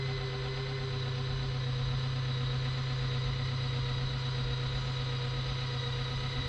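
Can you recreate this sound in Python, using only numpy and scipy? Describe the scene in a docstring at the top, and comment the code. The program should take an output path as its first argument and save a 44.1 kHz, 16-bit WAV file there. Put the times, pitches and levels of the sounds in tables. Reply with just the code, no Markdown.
"""An electric ram slowly lifts a boat's engine hatch, heard from the cockpit seat over harbour rumble.
From the start its motor hums through the deck and drives a gear wheel at about 8 turns/s: teeth whine,
rough flanks rasp alike on every turn, the lifting screw loads and frees the drive in slow waves.
The barely open hatch drones until 1.5 s; by 3 s the housing's squeal has loosened into chatter.
Whine and hiss grow as the gap widens. Near 6 s the sizzle steps up; a soft low shudder comes last."""
import sys
import numpy as np
from scipy import signal
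from scipy.fft import rfft, irfft, next_fast_len
from scipy.io import wavfile
from scipy.ndimage import map_coordinates

SR = 44100
rng = np.random.default_rng(int(sys.argv[2]) if len(sys.argv) > 2 else 0)


def generate_wav(signal):
    """Clip the signal to [-1, 1] and save it as 16-bit WAV at the path in sys.argv[1]."""
    frames = np.transpose(np.atleast_2d(signal))
    scaled = np.clip(frames, -1, 1) * 32767
    pcm = np.round(scaled).astype(np.int16)
    wavfile.write(sys.argv[1], SR, pcm)


N = 285768

# rumble spectrum: freq_hz, density_db
RUMBLE_COLOUR = [(10, -21.5), (24, -9), (38, -4.5), (51, 1), (64, -8), (85, -13), (120, -14), (170, -19.5),
                 (400, -38), (1500, -91)]
# rumble surges: centre_s, sigma_s, lift_db
RUMBLE_SURGES = [(.22, .14, 4), (1.912, 0.074, 5.5), (4.07, 0.065, 6), (4.6, 0.16, 4.5), (6.22, 0.09, 6)]
# low shudder: centre_s, sigma_s, level_db
SHUDDER_SWELL = (6.42, 0.057, -38.5)
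# shudder spectrum: freq_hz, density_db
SHUDDER_SPECTRUM = [(30, -10), (80, 1), (180, -22), (270, -10.5), (350, -29), (900, -71)]
# mean wheel speed, falling under the hatch's weight: time_s, turns_per_s
WHEEL_SPEED = [(0, 8.228), (.7, 8.28), (1.7, 8.122), (3.5, 8.118), (4.3, 8.07), (5, 8.105), (5.8, 8.065),
               (6.48, 8.098)]
# overtones singing at certain hatch angles: start_s, end_s, cycles_per_turn, level_db, swing_cycles
SINGING_TONES = [(0, 1.52, 179, -58, 0.42), (0, 3.1, 214, -60.5, 0.25), (0, 3.7, 127, -59, .05),
                 (1.6, 4.3, 156, -59.5, 1.26), (2.6, 3.3, 840, -76, .35), (2.699, 4.8, 512, -59, .43),
                 (3.6, 7, 121, -60, 0.091), (4, 4.9, 177, -58, 0.49), (4.5, 6.6, 155, -56, .36),
                 (4.6, 5, 840, -72, 0.29), (5, 7.4, 366, -63, 1.0)]
# low pulsing at the tight spot: time_s, level_db
RUB_LEVEL = [(0, -58.5), (1.9, -52), (3.6, -53), (5, -56), (6.48, -55)]
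# housing buzz: time_s, level_db
BUZZ_LEVEL = [(0, -47.5), (.35, -53.5), (.75, -53), (1.25, -62), (3.45, -52), (4.4, -58.5), (6.48, -51)]
# resonances and hollows of ram and hatch: centre_hz, width_hz, lift_db
PANEL_MODES = [(415.3, 21.7, 14), (415, 30, -1.5), (512, 64, 7), (833, 71, -6.5), (1033, 84, 2.5),
               (1290, 98, 4.5), (1430, 46, 2.5), (3000, 86, 2), (3420, 47, -6.5), (3963, 205, 3.5),
               (4170, 220, 5), (4880, 140, 3.5), (6120, 180, 3.5), (7670, 190, 3)]
# gear noise spectrum, body: freq_hz, density_db
CASING_COLOUR = [(100, -27), (170, -5), (280, 3), (350, -3.5), (620, -2.5), (930, -1), (1600, -2),
                 (2500, -4.5), (3300, -4), (3800, -13.5), (5000, -39), (7000, -80.5)]
# gear noise spectrum, treble: freq_hz, density_db
HISS_COLOUR = [(1500, -57.5), (2800, -14.5), (3600, -0.5), (4200, -2.5), (4900, -5), (5250, -15.5),
               (6200, -18), (6600, -25), (7900, -26), (8600, -34), (9700, -36.5), (11000, -49),
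               (12700, -49.5), (13700, -55)]
# gear noise spectrum, top: freq_hz, density_db
SIZZLE_SPECTRUM = [(4000, -32), (7000, -1), (9500, -1.5), (11000, -7.5), (12700, -9.5), (13700, -16.5)]
# mesh overtones: tooth_rate_multiple, relative_db
WHINE_OVERTONES = [(2, -25), (3, -20), (4, -20), (5, -20), (6, -14), (8, -5), (10, -16), (12, -26.5),
                   (14, -35), (16, -37)]
# motor hum in the deck: time_s, level_db
HUM_LEVEL = [(0.0, -35), (0.07, -33.5), (0.23, -38), (1.99, -33), (5.2, -35), (6.3, -36.5), (6.48, -37.5)]
# drone of the barely open hatch, letting go: time_s, level_db
DRONE_LEVEL = [(0, -45), (.85, -44.5), (1.1, -50.5), (1.5, -50), (1.7, -66), (2.5, -59), (6.48, -67)]

TEETH, MOTOR_RATIO, BUZZ_ORDER, RUB_ORDER, GROAN_ORDER = 60, 16, 246, 30, 92  # cycles per wheel turn
SCREW_PERIOD_S, FIRST_PUSH_S = .688, .377
PUSH_SAG_TURNS_PER_S, PUSH_HUM_DB, PUSH_MESH_DB = .065, .45, 2.5
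MESH_DB, MESH_RISE_DB = -51.5, 4
WHINE_DB, WHINE_RISE_DB = -44.5, 4.5
BODY_DB, BODY_RISE_DB = -46, 1.5
HISS_DB, HISS_RISE_DB = -48, 2.5
SIZZLE_DB, SIZZLE_RISE_DB, SIZZLE_STEP_S, SIZZLE_STEP_DB = -85.5, 6.5, 5.9, 4.5
GROAN_MIN_DB, GROAN_MIN_S, GROAN_CURVE_DB = -62, 3.6, 7
CHATTER_TIGHT_CYCLES, CHATTER_LOOSE_CYCLES, LOOSEN_S = .11, .25, 2.9
RUMBLE_DB, RUMBLE_SWING_DB = -45, 1.5
TOP_HZ = 13700
TIME_S = np.arange(N) / SR


def amp(db):
    """Decibels to gain."""
    return 10 ** (np.asarray(db) / 20)


def unit(x):
    """Scale to rms 1."""
    return x / np.sqrt(np.mean(x ** 2) + 1e-20)


def along(points, hz):
    """Interpolate (freq_hz, value) points on a log axis."""
    freq_hz, values = np.transpose(points)
    return np.interp(np.log(hz + 1), np.log(freq_hz + 1), values)


def curve(points):
    """Interpolate (time_s, value) points at every sample."""
    return np.interp(TIME_S, *np.transpose(points))


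def wobble(rate_hz):
    """Smooth random curve with knots at rate_hz."""
    knots = rng.standard_normal(int(N * rate_hz / SR) + 4)
    return map_coordinates(knots, [TIME_S * rate_hz])


def swell(centre_s, sigma_s):
    """Gaussian bump of height 1."""
    return np.exp(-.5 * ((TIME_S - centre_s) / sigma_s) ** 2)


def filtered(x, response):
    """Apply the gain response(hz)."""
    size = next_fast_len(N + SR // 2)
    return irfft(rfft(x, size) * response(np.fft.rfftfreq(size, 1 / SR)), size)[:N]


def noise(colour):
    """Coloured noise, rms 1."""
    return unit(filtered(rng.standard_normal(N), lambda hz: amp(along(colour, hz))))


def tone(cycles):
    """Sine with random start phase, rms 1."""
    return np.sqrt(2) * np.sin(2 * np.pi * (cycles + rng.random()))


def per_turn(turn, ripples):
    """Random profile that repeats every wheel turn, rms 1."""
    size = 16 * ripples
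    harmonics = np.exp(2j * np.pi * rng.random(ripples))
    profile = irfft(np.append(0, harmonics), size)
    return unit(np.interp(turn % 1, np.arange(size + 1) / size, np.append(profile, profile[0])))


def spot(turn, at_turns, sigma_turns):
    """Gaussian bump once a turn."""
    return np.exp(-.5 * (((turn - at_turns + .5) % 1 - .5) / sigma_turns) ** 2)


def opening_db(halfway_db, rise_db):
    """Level climbing by rise_db over the lift as the gap widens."""
    return halfway_db + rise_db * np.linspace(-.5, .5, N)


def screw_load():
    """Lifting screw load: 1 at the hardest push, -1 running free."""
    return np.cos(2 * np.pi * (TIME_S - FIRST_PUSH_S) / SCREW_PERIOD_S)


def engine_bay(x, wet, t60_s=.17):
    """Bay and panels ring briefly; gliding tones flicker across the dense modes."""
    t = np.arange(SR // 4) / SR
    tail = rng.standard_normal(len(t)) * amp(-60 * t / t60_s)
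    return unit(x + wet * signal.fftconvolve(x, tail / np.linalg.norm(tail))[:N])


def radiated(x, colour):
    """Apply a smooth colour and the resonances of ram and hatch; rms 1."""
    def response(hz):
        panels_db = sum(lift_db / (1 + (2 * (hz - centre_hz) / width_hz) ** 4)
                        for centre_hz, width_hz, lift_db in PANEL_MODES)
        return amp(along(colour, hz) + panels_db)
    return unit(filtered(x, response))


def harbour(hum_hz=50.2):
    """Uneven low rumble and faint machine hum around the boat."""
    surge_db = sum(lift_db * swell(centre_s, sigma_s) for centre_s, sigma_s, lift_db in RUMBLE_SURGES)
    rumble = amp(RUMBLE_DB + RUMBLE_SWING_DB * wobble(6) + surge_db) * noise(RUMBLE_COLOUR)
    hum = amp(-59.5) * tone(hum_hz * TIME_S + .22 * wobble(7.2))
    octave = amp(-48.5 + 2.9 * wobble(2.32)) * tone(2 * hum_hz * TIME_S + .044 * wobble(6.5))
    return rumble + hum + octave


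def shudder():
    """Brief dull swell of low noise."""
    centre_s, sigma_s, level_db = SHUDDER_SWELL
    return amp(level_db) * swell(centre_s, sigma_s) * noise(SHUDDER_SPECTRUM)


def singing(turn):
    """Single wheel overtones swell and fade as the hatch tilts, warbling once a turn."""
    out = np.zeros(N)
    for start_s, end_s, order, level_db, swing_cycles in SINGING_TONES:
        fade = np.interp(TIME_S, [start_s - .15, start_s + .16, end_s - .1, end_s + .11], [0, 1, 1, 0])
        cycles = order * (turn + .0004 * wobble(30))
        warble_cycles = swing_cycles * np.sin(2 * np.pi * (turn - .6))
        flicker_db = 1.4 * per_turn(turn, ripples=8) + 1.5 * wobble(24)
        out += amp(level_db) * fade * unit(amp(flicker_db) * tone(cycles + warble_cycles))
    return out


def tight_spot(turn):
    """The wheel binds once a turn, more lightly opposite: low pulsing with sagging pitch, and a groan."""
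    press = spot(turn, .9, .09) + .42 * spot(turn, .46, .045) + .35 * spot(turn, .71, .04)
    sag_cycles = .12 * np.cos(2 * np.pi * (turn - .82))
    rub_db = curve(RUB_LEVEL) + .85 * wobble(9.3)
    rub = unit(press * tone(RUB_ORDER * turn + sag_cycles + .058 * wobble(24)))
    catch = spot(turn, .93, .065) + .7 * spot(turn, .74, .05)
    groan_db = GROAN_MIN_DB + GROAN_CURVE_DB * (TIME_S / GROAN_MIN_S - 1) ** 2
    groan = unit(catch * tone(GROAN_ORDER * turn + .096 * wobble(45)))
    return amp(rub_db) * rub + amp(groan_db) * groan


def housing_buzz(turn):
    """The gear housing squeals in stutters, then breaks into chatter."""
    chatter_cycles = np.interp(TIME_S, [0, LOOSEN_S], [CHATTER_TIGHT_CYCLES, CHATTER_LOOSE_CYCLES])
    stutter_db = 2 * wobble(110) + 2.7 * np.cos(2 * np.pi * MOTOR_RATIO / 4 * turn)
    squeal = tone(BUZZ_ORDER * turn + chatter_cycles * wobble(150))
    return amp(curve(BUZZ_LEVEL)) * unit(amp(stutter_db) * squeal)


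def flanks(turn, fresh_share):
    """Sliding tooth flanks: the same roughness each turn, plus fresh noise."""
    repeating = np.sqrt(1 - fresh_share) * per_turn(turn, ripples=2600)
    return repeating + np.sqrt(fresh_share) * rng.standard_normal(N)


def flank_rasp(turn):
    """Flank roughness rings the casing, hardest at the tight spot and twice per rotor turn."""
    load_db = (1.3 + wobble(6)) * spot(turn, at_turns=.74, sigma_turns=.16)
    load_db += 2.76 * np.cos(2 * np.pi * 2 * MOTOR_RATIO * turn)
    body = engine_bay(amp(load_db) * flanks(turn, fresh_share=.34), wet=.35)
    hiss = engine_bay(amp(.58 * load_db) * flanks(turn, fresh_share=.72), wet=.93)
    sizzle = flanks(turn, fresh_share=.72)
    step_db = np.interp(TIME_S, [SIZZLE_STEP_S - .1, SIZZLE_STEP_S + .1], [0, SIZZLE_STEP_DB])
    return (amp(opening_db(BODY_DB, BODY_RISE_DB)) * radiated(body, CASING_COLOUR)
            + amp(opening_db(HISS_DB, HISS_RISE_DB)) * radiated(hiss, HISS_COLOUR)
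            + amp(opening_db(SIZZLE_DB, SIZZLE_RISE_DB) + step_db) * radiated(sizzle, SIZZLE_SPECTRUM))


def tooth_mesh(turn):
    """Teeth meet at a clean pitch; spacing errors and chatter roughen the overtones into a whine."""
    tooth_cycles = TEETH * turn
    note_db = opening_db(MESH_DB, MESH_RISE_DB) + PUSH_MESH_DB * screw_load()
    dip = 1 - .71 * spot(turn, at_turns=.16, sigma_turns=.086)
    note = unit(dip * tone(tooth_cycles + .019 * per_turn(turn, ripples=6)))
    # the eccentric wheel hurries and lags, bending overtones into chirps
    lag_cycles = .025 * np.sin(2 * np.pi * turn) + .018 * wobble(20)
    whine = np.zeros(N)
    for multiple, relative_db in WHINE_OVERTONES:
        error_cycles = lag_cycles + .0085 * per_turn(turn, ripples=6) + .011 * wobble(60)
        stutter_db = 1.2 * wobble(22) + 1.8 * np.cos(2 * np.pi * MOTOR_RATIO / 4 * turn)
        overtone = amp(stutter_db + 3.04 * wobble(90)) * tone(multiple * (tooth_cycles + error_cycles))
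        whine += amp(relative_db) * engine_bay(overtone, wet=.33)
    return amp(note_db) * note + amp(opening_db(WHINE_DB, WHINE_RISE_DB)) * whine


def motor(turn):
    """Rotor unbalance hums, throbbing with the wheel; its third harmonic sets the hatch droning."""
    rotor_cycles = MOTOR_RATIO * turn
    throb_db = .65 * np.cos(2 * np.pi * (turn - .94))
    hum_db = curve(HUM_LEVEL) + PUSH_HUM_DB * screw_load() + throb_db + .23 * wobble(25)
    hum = tone(rotor_cycles + .0021 * np.sin(2 * np.pi * turn))
    dip = 1 - .64 * spot(turn, at_turns=.62, sigma_turns=.13)
    drone = unit(dip * tone(3 * rotor_cycles + .036 * wobble(20)))
    return amp(hum_db) * hum + amp(curve(DRONE_LEVEL)) * drone


def scene():
    """The whole drive follows the wheel angle; the wheel slows at each push of the screw."""
    turn = np.cumsum(curve(WHEEL_SPEED) - PUSH_SAG_TURNS_PER_S * screw_load()) / SR
    ram = (motor(turn) + tight_spot(turn) + tooth_mesh(turn)
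           + singing(turn) + flank_rasp(turn) + housing_buzz(turn))
    return (ram + harbour() + shudder())[None]


def record(dry):
    """Brick-wall low-pass at TOP_HZ."""
    return filtered(dry[0], lambda hz: hz < TOP_HZ)[None]


dry = scene()
out = record(dry)
generate_wav(out)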